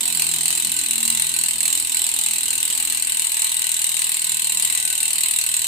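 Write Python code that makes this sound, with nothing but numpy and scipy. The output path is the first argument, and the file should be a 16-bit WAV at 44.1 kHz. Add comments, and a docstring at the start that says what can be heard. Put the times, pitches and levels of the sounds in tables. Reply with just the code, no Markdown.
"""A bicycle's rear wheel coasts in a small tiled room, slowly losing speed.
All along, the freehub's pawls snap over 24 teeth a turn and ring hub, sprockets, rim and spokes; walls answer.
Two microphones close to the wheel hear different sides of the hub and move between hub and rim.
Outdoors an engine drones faintly over a dull street murmur: its pitch sinks, then jumps up after 3.4 s.
Near 4.9 s a thin, faint tone swells and fades far off."""
import sys
import numpy as np
from scipy import signal
from scipy.fft import rfft, irfft
from scipy.io import wavfile
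from scipy.ndimage import uniform_filter1d, map_coordinates

SR = 44100
rng = np.random.default_rng(int(sys.argv[2]) if len(sys.argv) > 2 else 0)


def master(y):
    """Save y as 16-bit WAV."""
    cut = np.clip(np.atleast_2d(y).T, -1, 1)
    pcm = np.round(cut * 32767)  # scale
    wavfile.write(sys.argv[1], SR, pcm.astype(np.int16))


N = 250091  # length in samples

TEETH, SNAPS = 24, 231  # teeth a turn, snaps in all
SCATTER_T60_S, SCATTER_DB = .063, 1.4  # cloud of echoes off wheel, frame and floor
CUTOFF_HZ = 15550  # top of the sound

# Contacts at each tooth: two slips off its edge, three pawls and three dying rebounds.
# Each row: lag in s, sway once a turn in s, relative strength in dB.
PAWLS = [(-.002, 0.00044, -18), (-.0006, 0.00015, -8.5), (0, 0.00046, -8), (.0006, 0.00035, -8.5),
         (.0013, 0.00011, -12.5), (.0023, 0.000069, -11), (.0052, 0.00044, -10.5), (.0082, 0.00017, -21)]


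def freehub(colour_db):
    """The pawls ring the hub, and through it the rim and spokes; returns that ringing and the dry crack."""
    # The microphones move between hub and rim. Each row: time in s, place (-1 hub, 0 halfway, 1 rim,
    # and beyond), level of hub and crack in dB.
    microphone_path = [(0, -4, 1.66), (1.2, 1, 0), (1.85, -1.2, 0.8), (3.1, 2, 0.1), (4.35, 0, 0.95),
                       (4.7, 1.3, 0.5), (5.67, 0, 1.5)]
    crack_db = -33.5  # before the level along the path
    at, strength, angle = pawl_contacts(jitter_s=.00015, tooth_jitter_s=.00016, rebound_jitter=.14, uneven_db=.3)
    scatter = scatter_envelope(at, strength)
    starts = at.min(axis=1)
    place, level_db = in_time(microphone_path)
    hub = sprockets(at, strength, vary_db=2) + hub_shell(at, strength, scatter, starts, place, colour_db)
    wheel = rim_and_spokes(at, strength, scatter, starts, place, angle)
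    crack = dry_crack(at, strength, starts, colour_db=2, count=10)
    return hub * from_db(level_db) + wheel, crack * from_db(crack_db + level_db)


def pawl_contacts(jitter_s, tooth_jitter_s, rebound_jitter, uneven_db):
    """Sample and strength of each contact (snaps x contacts), and the wheel's angle in turns at every sample."""
    # The coasting wheel. Each row: turns made, time in s.
    coasting = [(0, .0072), (2.5, 1.4366), (5, 2.8986), (7.5, 4.395), (9.5, 5.6183)]
    # Snaps that stand out of the buzz, hard, crisp or slack. Each row: time in s, force in dB against
    # the usual snap, lags as a share of the usual ones.
    accents = [(0.0316, -1.8, 1.0), (0.196, 1.7, 1.1), (0.2199, 3.5, 0.45), (0.3853, -1.8, 1.1),
               (0.4807, 1.8, 1.1), (0.5046, 1.6, 1.1), (0.6475, 1.4, 0.45), (0.6945, -1.8, 1.1),
               (0.7418, -3.7, 1.1), (0.8852, -2.3, 1.1), (0.9092, 2.8, 0.45), (1.029, 1.4, 0.7),
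               (1.0773, 2.7, 0.45), (1.101, 3.9, 0.45), (1.1489, 1.3, 0.45), (1.1971, 2.7, 0.45),
               (1.2209, 2.8, 0.45), (1.3168, -3.7, 1.1), (1.3883, 2.0, 0.45), (1.4368, 2.7, 0.45),
               (1.5334, -2.9, 1.1), (1.5574, -3.1, 1.0), (1.582, -2.0, 1.1), (1.6545, 2.6, 0.6),
               (1.6788, 2.3, 0.5), (1.7273, 2.5, 0.4), (1.7515, 1.3, 0.4), (1.8241, -3.6, 0.9),
               (1.8481, -2.3, 1.1), (1.8717, -1.7, 1.1), (1.8961, -2.5, 1.1), (1.9452, 1.2, 0.5),
               (1.9694, 1.9, 0.8), (2.0177, 1.3, 0.45), (2.0661, 1.9, 0.45), (2.1152, -1.9, 1.1),
               (2.1884, 1.4, 1.0), (2.2618, 2.1, 0.45), (2.6285, 1.8, 0.45), (2.8501, 0.5, 0.45),
               (2.9979, -2.8, 1.1), (3.0227, -0.1, 0.4), (3.047, -2.7, 0.7), (3.1953, 1.8, 0.45),
               (3.2942, -2.5, 1.1), (3.3689, 1.5, 1.1), (3.4191, 3.3, 0.45), (3.4442, 2.5, 0.6),
               (3.4936, -1.7, 0.9), (3.6182, 0.9, 0.4), (3.6676, -0.4, 0.45), (3.8424, 1.6, 0.45),
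               (4.0183, 1.9, 0.45), (4.1939, -2.7, 0.7), (4.6236, 1.8, 1.0), (4.649, 2.9, 0.45),
               (4.6995, 1.8, 1.1), (4.75, 2.0, 0.8), (5.0294, 1.4, 0.9), (5.2346, 2.4, 0.45),
               (5.5155, -1.9, 1.1), (5.5926, -2.2, 1.1)]
    turns = np.arange(SNAPS) / TEETH
    # a smooth polynomial through the rows gives the time of every tooth
    tooth_s = np.polyval(np.polyfit(*np.transpose(coasting), len(coasting) - 1), turns)
    lag, sway, strength_db = np.transpose(PAWLS)
    force_db = snap_force(turns) + uneven_db * rng.standard_normal(SNAPS)
    spread = np.ones(SNAPS)
    # the ratchet ring runs slightly off centre, so the pawls bunch and spread once a turn
    off_centre_s = sway * np.cos(2 * np.pi * turns)[:, None]
    drop_s = tooth_s[:, None] + off_centre_s + tooth_jitter_s * rng.standard_normal((SNAPS, 1))
    for accent_s, accent_db, share in accents:
        tooth = np.argmin(abs(tooth_s - accent_s))
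        drop_s[tooth], force_db[tooth], spread[tooth] = accent_s, accent_db, share
    lags = lag * spread[:, None] * (1 + rebound_jitter * rng.standard_normal((SNAPS, len(lag))))
    contact_s = drop_s + lags + jitter_s * rng.standard_normal(lags.shape)
    at = np.clip(contact_s * SR, 0, N - 1).astype(int)
    strength = from_db(strength_db + force_db[:, None])
    return at, strength, np.interp(np.arange(N) / SR, tooth_s, turns)


def snap_force(turns):
    """Force of the snaps in dB: swells tied to the wheel's angle, settling turn by turn."""
    # Ratchet and bearings run out of true, so the snaps swell and ease as the wheel turns.
    # Each row: swells a turn, relative depth, wheel angle of a swell in turns.
    swells = [(1, 1.2, 0.8), (2, 0.44, 0.4), (2.36, 1, 0.48), (4, 2.2, 0.072), (6, 0.85, 0.029),
              (9, 2.5, 0.025)]
    start_db, settle_turns = .34, 10  # dB for a relative depth of 1 at the start, turns to 1/e
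    swell = sum(depth * np.cos(2 * np.pi * per_turn * (turns - facing)) for per_turn, depth, facing in swells)
    return start_db * np.exp(-turns / settle_turns) * swell


def hub_shell(at, strength, scatter, starts, place, colour_db):
    """Steel modes of hub shell and cassette ring at every contact, shifting from snap to snap."""
    # Each row: middle in Hz, width of each of two resonances in Hz, left and right rms level in dB
    # before the level along the microphones' path.
    hub_modes = [(2167, 400, -54, -50), (2840, 480, -40, -40), (3400, 510, -45, -49.5),
                 (4017, 650, -37, -36), (5450, 390, -50.5, -45.5), (7220, 1400, -36.5, -34.5),
                 (7790, 570, -29.5, -25), (8705, 550, -25, -29), (9350, 760, -30.5, -39.5),
                 (10700, 1600, -46.5, -48.5), (12430, 610, -35.5, -35.5), (14300, 770, -41.5, -40),
                 (15500, 410, -51, -50)]
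    wander = .27  # rms shift of a mode, about this share of its width
    out = 0
    for hz, width_hz, left_db, right_db in hub_modes:
        # no two teeth are struck alike, so the pitch and mix of the modes change
        snap_hz = hz + wander * width_hz * np.sqrt(3) * rng.uniform(-1.075, 1, SNAPS)
        driven = strikes(at, strength, scatter, vary_db=2.5)
        ring = sprung(resonate(driven, snap_hz, width_hz, starts), starts, strength)
        mix_db = colour_db * tooth_to_tooth(starts) + place * near_rim_db(hz)
        out = out + from_db([[left_db], [right_db]]) * rms_one(ring * from_db(mix_db))
    return out


def sprockets(at, strength, vary_db):
    """Short metallic pings: the hardest contact of each snap rings the cassette, at new pitches every time."""
    # Clusters of close modes; each snap rings one in each cluster at each microphone. Each row: middle
    # in Hz, half range in Hz, left and right rms level in dB before the level along the path.
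    clusters = [(2844, 311, -44.5, -49.5), (4042, 272, -44, -42), (7680, 427, -45, -37.5),
                (8750, 455, -33, -45.5), (12530, 530, -52.5, -49)]
    t60_s = .035
    t = np.arange(SR // 12) / SR
    hardest = np.argmax(np.array(PAWLS)[:, 2])
    fade = from_db(-60 * t / t60_s)
    out = 0
    for hz, range_hz, left_db, right_db in clusters:
        pitches = hz + range_hz * (2 * rng.random((SNAPS, 2, 1)) - 1)
        sizes = strength[:, hardest, None, None] * from_db(vary_db * rng.standard_normal((SNAPS, 2, 1)))
        pings = np.zeros((2, N + len(t)))
        for start, pitch, size in zip(at[:, hardest], pitches, sizes):
            pings[:, start:start + len(t)] += size * fade * np.sin(2 * np.pi * pitch * t)
        out = out + from_db([[left_db], [right_db]]) * rms_one(pings[:, :N])
    return out


def rim_and_spokes(at, strength, scatter, starts, place, angle):
    """Lower modes of rim and spokes sing along, swelling and easing once a turn."""
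    # Each row: middle in Hz, width of each of two resonances in Hz, level in dB before swell and place,
    # swell once a turn in dB (a dip where negative), wheel angle of the swell in turns.
    wheel_modes = [(760, 180, -69, 10.5, 0.72), (912, 180, -53.5, -0.5, 0.2), (1051, 50, -65, 5, 0.79),
                   (1203, 460, -61, -3, 0.42), (1523, 58, -63, 11, 0.3), (1667, 190, -59.5, 0.5, 0.44),
                   (1975, 91, -56, 4, 0.1)]
    out = 0
    for hz, width_hz, mode_db, swell_db, facing in wheel_modes:
        driven = strikes(at, strength, scatter, vary_db=1)
        ring = sprung(resonate(driven, np.full(SNAPS, hz), width_hz, starts), starts, strength)
        # each mode's lobes turn with the wheel and sweep past the microphones
        lobe_db = swell_db * np.cos(2 * np.pi * (angle - facing))
        out = out + from_db(mode_db + lobe_db + place * near_rim_db(hz)) * rms_one(ring)
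    return out


def dry_crack(at, strength, starts, colour_db, count):
    """Steel on steel: noise bursts and echoes in `count` bands whose strengths differ by tooth; rms 1."""
    # Each row: frequency in Hz, relative density in dB per Hz.
    crack_spectrum = [(700, -49), (2000, 7), (3300, 1), (5000, 5.5), (6100, -10), (11000, 5.5),
                      (15500, -2.5)]
    t60_s, echo_db = .012, -1
    echo_energy = from_db(echo_db) ** 2 * trail(at, strength, SCATTER_T60_S)
    burst = np.sqrt(trail(at, strength, t60_s) + echo_energy)
    edges = np.linspace(crack_spectrum[0][0], CUTOFF_HZ, count + 1)
    out = 0
    for band in zip(edges, edges[1:]):
        noise = burst * from_db(colour_db * tooth_to_tooth(starts)) * rng.standard_normal((2, N))
        out = out + signal.sosfilt(signal.butter(2, band, "band", fs=SR, output="sos"), noise)
    return rms_one(coloured(out, crack_spectrum))


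def scatter_envelope(at, strength):
    """Each snap trails off in the pawl's brief chatter and a longer cloud of echoes."""
    chatter_t60_s, chatter_db = .0093, 5.5
    chatter = from_db(chatter_db) ** 2 * trail(at, strength, chatter_t60_s)
    cloud = from_db(SCATTER_DB) ** 2 * trail(at, strength, SCATTER_T60_S)
    return np.sqrt(chatter + cloud)


def strikes(at, strength, scatter, vary_db):
    """What drives one mode at each microphone: every contact with a strength of its own, and its echoes."""
    echoes_per_s = 2000
    sizes = strength * from_db(vary_db * rng.standard_normal((2,) + at.shape))
    clicks = np.array([np.bincount(at.ravel(), side.ravel(), N) for side in sizes])
    echoes = rms_one((rng.random((2, N)) < echoes_per_s / SR) * rng.choice([-1, 1], (2, N)))
    return clicks + scatter * echoes


def resonate(x, snap_hz, width_hz, starts):
    """Two like resonances in a row, tuned anew at each snap: the ring swells briefly, then dies."""
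    r = np.exp(-np.pi * width_hz / SR)
    g = (1 - r * r) / 2
    zeros = [g * g, 0, -2 * g * g, 0, g * g]
    state, out = np.zeros((2, 4)), []
    for hz, piece in zip(snap_hz, np.split(x + 1e-18, starts[1:], axis=1)):
        poles = [1, -2 * r * np.cos(2 * np.pi * hz / SR), r * r]
        # the state carries the old ring over into the new tuning
        ring, state = signal.lfilter(zeros, np.convolve(poles, poles), piece, zi=state)
        out.append(ring)
    return np.concatenate(out, axis=1)


def sprung(x, starts, strength):
    """However its contacts add up, a snap gives off about the energy that the springs held."""
    excess = np.add.reduceat((x ** 2).sum(axis=0), starts) / (strength ** 2).sum(axis=1)
    return x * by_snap(np.clip(excess / excess.mean(), .3, 3) ** -.5, starts)


def trail(at, strength, t60):
    """The energy of the contacts, spread over a dying tail."""
    keep = from_db(-60 / (t60 * SR)) ** 2
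    energy = np.bincount(at.ravel(), strength.ravel() ** 2, N)
    return signal.lfilter([0, 1 - keep], [1, -keep], energy + 1e-18)


def tooth_to_tooth(starts):
    """Bounded chance of spread 1 for each snap; a strong one tends to follow a weak one."""
    return by_snap(np.diff(rng.random(SNAPS + 1)) * np.sqrt(6), starts)


def by_snap(values, starts):
    """Hold one value for the length of each snap, with soft steps."""
    return uniform_filter1d(np.repeat(values, np.diff(np.r_[0, starts[1:], N])), size=32)


def near_rim_db(hz):
    """How much a mode gains at each microphone on the way to the rim, in dB per unit of place."""
    # Change from halfway to the rim. Each row: frequency in Hz, left and right gain in dB.
    rim_gain = [(750, -5, -1), (1090, 2, 2), (1460, 1, 0), (2270, 4, 2.5), (2760, 2.5, -0.6),
                (4000, 0, -0.5), (8300, 0.5, 0)]
    return np.array([[at_hz(np.array(rim_gain)[:, [0, side]], hz)] for side in (1, 2)])


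def room(x, build_s, count):
    """Hard walls return a diffuse tail; it changes as the hand-held microphones pass `count` places."""
    # The room's ring against the sound that feeds it. Each row: frequency in Hz, gain in dB.
    room_colour = [(700, 2), (2000, 3.5), (4000, 0.5), (6000, -2), (8500, -5), (15000, -7)]
    t60_s = .3
    t = np.arange(SR // 3) / SR
    shape = from_db(-60 * t / t60_s) * (1 - np.exp(-t / build_s))
    out = np.zeros((2, N + len(t)))
    path = np.linspace(0, count - 1, N)
    for place in range(count):
        near = np.flatnonzero(abs(path - place) < 1)
        crossfade = np.sqrt(1 - abs(path[near] - place))
        diffuse = rms_one(rng.standard_normal((2, len(t))) * shape) / np.sqrt(len(t))
        wet = signal.fftconvolve(x[:, near] * crossfade, coloured(diffuse, room_colour), axes=1)
        out[:, near[0]:near[0] + wet.shape[1]] += wet
    return out[:, :N]


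def engine(waver, flutter_db):
    """Only the lowest harmonics of the firing come through the walls, with the rush of the exhaust."""
    # It runs down, then picks up again. Each row: time in s, firing rate in Hz, levels of the second,
    # third and fourth harmonic in dB before flutter and the lean to the left.
    firing = [(0, 80.7, -64, -48, -82), (.2, 81.4, -49, -56, -56), (.5, 78.3, -47, -67, -68),
              (.58, 79.8, -59, -62, -68), (.67, 76.7, -46.5, -48, -68), (.78, 77.8, -60, -68, -51),
              (.88, 77.3, -54, -49, -60), (1, 76.6, -59, -46.5, -73), (1.12, 76.2, -49.5, -43.5, -68),
              (1.25, 76.2, -55.5, -63.5, -72), (1.6, 74.2, -54, -55, -68), (1.75, 72.2, -66, -61, -58),
              (2, 71.1, -68, -64, -72), (2.33, 68.4, -67, -56, -68), (2.55, 66.9, -60, -66, -58),
              (2.72, 65.1, -61, -67, -70), (2.85, 64.25, -65, -65, -57), (3.2, 62.7, -73, -70, -60),
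              (3.4, 62.2, -73, -78, -72), (3.6, 78, -70, -76, -73), (4, 77.8, -85, -95, -83),
              (4.2, 78.4, -58, -82, -65), (4.55, 79.4, -52.5, -82, -65), (4.8, 78.1, -65, -77, -85),
              (5.67, 78, -66, -67, -74)]
    # Exhaust noise. Each row: frequency in Hz, relative density in dB per Hz.
    exhaust_spectrum = [(100, -10), (180, -12), (280, -1.5), (370, -3), (480, -22), (650, -21), (1000, -11)]
    # Each row: time in s, exhaust level in dB before the lean to the left.
    exhaust_level = [(0, -38), (1.2, -41.5), (2.2, -45), (2.9, -41), (3.5, -85), (5.67, -65)]
    first_db = -14  # the firing rate itself against its second harmonic
    hz, *harmonics_db = in_time(firing)
    phase = 2 * np.pi * np.cumsum(hz * (1 + waver * drift(24))) / SR
    drone = 0
    for k, db in enumerate([harmonics_db[0] + first_db] + harmonics_db, 1):
        drone = drone + from_db(db + flutter_db * drift(12)) * np.sqrt(2) * np.sin(k * phase)
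    return drone + from_db(in_time(exhaust_level)[0]) * outdoor_noise(exhaust_spectrum)


def whine(waver):
    """A thin tone far off, a wavering sine, swells and fades."""
    middle_s, half_s, hz = 4.86, .19, 723  # half_s: from the middle to 1/e
    peak_db = -60  # before the lean to the left
    swell = np.exp(-((np.arange(N) / SR - middle_s) / half_s) ** 2)
    phase = 2 * np.pi * np.cumsum(hz * (1 + waver * drift(25))) / SR
    return from_db(peak_db) * swell * np.sqrt(2) * np.sin(phase)


def street():
    """Steady murmur of the street: dull noise, strongest in the bass."""
    # Each row: frequency in Hz, relative density in dB per Hz.
    street_spectrum = [(12, -12), (28, 0.5), (50, -4), (65, -4), (85, 0.9), (113, -8), (160, -3), (260, -4),
                       (450, -11), (700, -12), (1200, -30)]
    return from_db(-54.5) * outdoor_noise(street_spectrum)  # dB before the lean to the left


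def outdoor_noise(spectrum):
    """Coloured noise of rms 1, alike on both sides but for a looser stretch around 300 Hz."""
    # Likeness of the sides. Each row: frequency in Hz, correlation from 0 to 1.
    likeness = [(30, 1), (150, 1), (300, 0.65), (700, 1)]
    mid, side = rfft(coloured(rng.standard_normal((2, N)), spectrum))
    alike = np.clip(at_hz(likeness, np.fft.rfftfreq(N, 1 / SR)), 0, 1)
    return rms_one(irfft(np.sqrt(1 + alike) * mid + np.sqrt(1 - alike) * side * [[1], [-1]], N))


def from_db(db):
    """Decibels to gain."""
    return 10 ** (np.asarray(db) / 20)


def rms_one(x):
    """Scale each channel to an rms of 1."""
    return x / np.sqrt(np.mean(x ** 2, axis=-1, keepdims=True) + 1e-20)


def in_time(rows):
    """The columns of a curve at every sample."""
    s, *columns = np.transpose(rows)
    return [np.interp(np.arange(N) / SR, s, c) for c in columns]


def at_hz(points, hz):
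    """Read a spectrum on a log-frequency axis."""
    f, value = np.transpose(points)
    return np.interp(np.log(hz + 1), np.log(f), value)


def coloured(x, spectrum):
    """Filter a sound by a smooth spectrum in dB."""
    size = x.shape[-1]
    gain = from_db(at_hz(spectrum, np.fft.rfftfreq(size, 1 / SR)))
    return irfft(rfft(x) * gain, size)


def drift(rate):
    """Slow chance of spread about 1, with `rate` new values a second."""
    values = rng.standard_normal(1024)
    return map_coordinates(values, [np.arange(N) / SR * rate], order=2, mode="wrap")


def scene():
    """The bicycle in its room, with the outdoors leaning to the left."""
    ringing, crack = freehub(colour_db=1.2)
    outdoors = engine(waver=.008, flutter_db=2.5) + street() + whine(waver=.00418)
    lean = from_db([[1.8], [-2.2]])
    return ringing + crack + room(ringing, build_s=.0015, count=24) + outdoors * lean


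def record(dry):
    """Peaks beyond full scale are clipped, then the top is cut."""
    top_cut = signal.ellip(12, .1, 80, CUTOFF_HZ, fs=SR, output="sos")
    return signal.sosfilt(top_cut, np.clip(dry, -1, 1))


dry = scene()
out = record(dry)
master(out)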